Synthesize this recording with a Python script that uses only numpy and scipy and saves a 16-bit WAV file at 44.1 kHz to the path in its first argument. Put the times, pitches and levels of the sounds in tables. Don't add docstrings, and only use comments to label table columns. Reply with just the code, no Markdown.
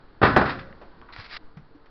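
import sys
import numpy as np
from scipy import signal
from scipy.fft import rfft, irfft
from scipy.io import wavfile

SR = 44100
rng = np.random.default_rng(int(sys.argv[2]) if len(sys.argv) > 2 else 0)


def wav_record(signal):
    frames = np.transpose(np.atleast_2d(signal))
    bounded = np.clip(frames, -1, 1)
    quanta = np.round(bounded * 32767).astype(np.int16)
    wavfile.write(sys.argv[1], SR, quanta)


N = 83790
T = np.arange(N) / SR
HZ = np.fft.rfftfreq(N, 1 / SR) + 1


def amp(db):
    return 10 ** (np.asarray(db) / 20)


def unit(x):
    return x / np.sqrt(np.mean(x ** 2) + 1e-20)


def shaped(x, gain):
    return irfft(rfft(x) * gain, N)


def colour(points):
    hz, db = np.transpose(points)
    return amp(np.interp(np.log(HZ), np.log(hz), db))


def noise(gain):
    return unit(shaped(rng.standard_normal(N), gain))


def envelope(start, rise, t60):
    t = np.maximum(T - start, 0)
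    return np.minimum(t / max(rise, 1e-5), 1) * np.exp(-np.log(1000) * t / t60)


def burst(carrier, env):
    return unit(carrier * env) * np.sqrt(np.mean(env ** 2))


def hatch():
    # start_s, gain_db, bass_db, middle_db, treble_db, ring_db
    blows = [(0.216, -17.5, 3, -2, -2.5, -0.5), (.2285, -15.5, 1.5, -5, 5, -4),
             (0.232, -10, -6.5, -2, -3, -0.5), (0.2501, -14.5, -4, -2, 2, -1),
             (0.299, -28, 14, -5, -16, -0.5), (0.363, -11, -2, 3.5, 0, 0), (0.4114, -21, 3, 7, 0, -6.5),
             (.456, -24, -2.5, -9.5, 4.5, -2), (0.478, -26, -23, -6, 2, -9), (.494, -24.5, -20, 2, 9, -8),
             (0.59, -36, -20, -9, 9.5, -27)]
    # centre_hz, crash_db, tail_db, tail_t60_s
    sheet_bands = [(35, -24.5, -30, 1), (82, -11, -14.5, 0.57), (160, -17, -12, 0.72),
                   (307, -5.5, -14, 0.61), (560, -4.5, -18, 0.41), (936, -8, -10.5, 0.42),
                   (1490, -4, -11.5, .55), (2054, -13.5, -20.5, 0.49), (2860, -21, -29, 0.52),
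                   (4420, -23, -28, 0.47), (5440, -32.5, -36, 0.78)]
    # pitch_hz, mode_db, t60_s
    modes = [(78.2, -23, 1), (86.8, -23.5, 0.8), (178.2, -20.5, 0.48), (275, -12.5, .55),
             (363, -11.5, 0.51), (539.6, -24.5, 0.98), (607, -27, 0.7), (780.7, -9.5, 0.35),
             (855, -18, .35), (980, -24, 0.31), (1081, -14.5, 0.26), (1310, -24.5, 0.42), (1496, -12, 0.61),
             (1700, -21.5, 0.42)]
    attack_s, crash_t60_s, tail_rise_s = 0.00042, 0.14, 0.012
    bass_hz, middle_hz, middle_octaves, treble_hz = 340, 700, 0.48, 2200
    trim_db, low_cut_hz = -2.5, 40
    log_centres = np.log([row[0] for row in sheet_bands])
    bands = [np.sqrt(np.interp(np.log(HZ), log_centres, solo)) for solo in np.eye(len(sheet_bands))]
    low_shelf = 1 / (1 + (HZ / bass_hz) ** 2)
    middle_bell = np.exp(-(np.log2(HZ / middle_hz) / middle_octaves) ** 2)
    high_shelf = 1 / (1 + (treble_hz / HZ) ** 4)
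    out = np.zeros(N)
    for start, gain_db, bass_db, middle_db, treble_db, ring_db in blows:
        blow = np.zeros(N)
        white_spectrum = rfft(rng.standard_normal(N))
        crash = envelope(start, attack_s, crash_t60_s)
        for band, (_, crash_db, tail_db, t60) in zip(bands, sheet_bands):
            tail = amp(tail_db + ring_db) * envelope(start, tail_rise_s, t60)
            band_noise = irfft(white_spectrum * band, N)
            blow += burst(band_noise, np.hypot(amp(crash_db) * crash, tail))
        for hz, mode_db, t60 in modes:
            tone = np.sin(2 * np.pi * (hz * T + rng.random()))
            blow += amp(mode_db + ring_db) * envelope(start, attack_s, t60) * tone
        eq_db = bass_db * low_shelf + middle_db * middle_bell + treble_db * high_shelf
        out += amp(gain_db) * shaped(blow, amp(eq_db))
    low_cut = 1 / np.sqrt(1 + (low_cut_hz / HZ) ** 4)
    return shaped(out, amp(trim_db) * low_cut)


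def scrape():
    # time_s, level_db
    stroke = [(1.121, -88), (1.125, -46), (1.138, -43.5), (1.156, -53), (1.176, -46.5), (1.205, -40.5),
              (1.24, -49.5), (1.25, -44), (1.267, -44), (1.275, -56.5), (1.306, -45), (1.34, -38),
              (1.362, -41), (1.368, -30), (1.375, -40.5), (1.383, -74)]
    # freq_hz, relative_db
    start_colour = [(200, -28), (700, 1), (1400, 10), (2200, 6.5), (3000, -3), (4000, 4), (5000, -1.5),
                    (6000, -21)]
    # freq_hz, relative_db
    end_colour = [(200, -40), (550, -8), (900, 2.5), (2000, 7), (3000, 0), (4000, 1), (5000, 1.5),
                  (6000, -20)]
    slips_per_s, slip_share = 1500, 0.45
    times, db = np.transpose(stroke)
    slips = unit(rng.standard_normal(N) * (rng.random(N) < slips_per_s / SR))
    rub = unit(slip_share * slips + (1 - slip_share) * rng.standard_normal(N))
    early = unit(shaped(rub, colour(start_colour)))
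    late = unit(shaped(rub, colour(end_colour)))
    crossfade = np.clip((T - times[0]) / (times[-1] - times[0]), 0, 1)
    friction = (1 - crossfade) * early + crossfade * late
    gate = (T > times[0]) & (T < times[-1])
    return friction * amp(np.interp(T, times, db)) * gate


def knocks():
    # start_s, level_db, centre_hz, width_octaves, rise_s, t60_s
    contacts = [(.672, -48.5, 520, 0.36, .004, 0.35), (0.7266, -40.5, 1700, 0.48, 0.00073, 0.019),
                (0.812, -41.5, 600, 1.05, 0.005, 0.2), (1.0154, -40.5, 1300, 0.9, 0.00034, 0.014),
                (1.021, -48.5, 1060, 0.38, .002, 0.2), (1.086, -43.5, 1220, 0.38, .002, 0.18),
                (1.1633, -31, 1480, 0.97, 0.00019, 0.016), (1.19, -47.5, 405, 1.8, .004, 0.17),
                (1.57, -48, 1400, 0.81, .003, 0.08), (1.859, -52.5, 1200, 1.35, 0.00042, .07)]
    high_cut_hz = 3720
    high_cut = 1 / np.sqrt(1 + (HZ / high_cut_hz) ** 4)
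    out = np.zeros(N)
    for start, db, hz, octaves, rise, t60 in contacts:
        band = 1 / (1 + (np.log2(HZ / hz) / octaves) ** 2)
        dark_tilt = 1 / np.sqrt(1 + HZ / hz)
        out += amp(db) * burst(noise(high_cut * band * dark_tilt), envelope(start, rise, t60))
    return out


def handling_bumps():
    # start_s, level_db, pitch_hz, rise_s, t60_s
    bumps = [(1.185, -34.5, 105, 0.006, 0.087), (1.41, -50, 303, 0.0053, 0.2),
             (1.569, -38, 148.3, 0.0026, 0.21), (1.745, -40.5, 291.5, 0.0094, 0.11)]
    roughness = 0.36
    out = np.zeros(N)
    for start, db, hz, rise, t60 in bumps:
        tone = np.sin(2 * np.pi * hz * (T - start))
        band_noise = noise(1 / (1 + (2 * np.log2(HZ / hz)) ** 2))
        out += amp(db) * burst(tone + roughness * band_noise, envelope(start, rise, t60))
    return out


def room_noise():
    # freq_hz, relative_db
    bed_colour = [(8, 10), (30, 0.5), (60, -6.5), (150, -13.5), (320, -11.5), (600, -19.5), (1000, -17),
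                  (1550, -20), (2400, -32.5), (3200, -34.5), (4500, -32), (5200, -42), (5900, -57.5)]
    # time_s, level_db
    bed_level = [(0, -47.5), (.17, -49.5), (.85, -46.5), (1.45, -48.5), (1.54, -51.5), (1.9, -51)]
    hum_hz, hum_half_width_hz, hum_db = 454, 3, -68
    bed = noise(colour(bed_colour)) * amp(np.interp(T, *np.transpose(bed_level)))
    hum = noise(1 / (1 + ((HZ - hum_hz) / hum_half_width_hz) ** 2))
    return bed + amp(hum_db) * hum


def scene():
    return (hatch() + knocks() + handling_bumps() + scrape() + room_noise())[None]


def record(dry):
    treble_cut_hz, ceiling_db, band_limit_hz = 5850, -2.5, 15800
    treble_cut = signal.firwin(161, treble_cut_hz, window=("kaiser", 8), fs=SR)
    band_limit = signal.firwin(255, band_limit_hz, window=("kaiser", 8), fs=SR)
    dulled = signal.oaconvolve(dry, treble_cut[None], "same")
    flattened = np.clip(dulled, -amp(ceiling_db), amp(ceiling_db))
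    return signal.oaconvolve(flattened, band_limit[None], "same")


dry = scene()
out = record(dry)
wav_record(out)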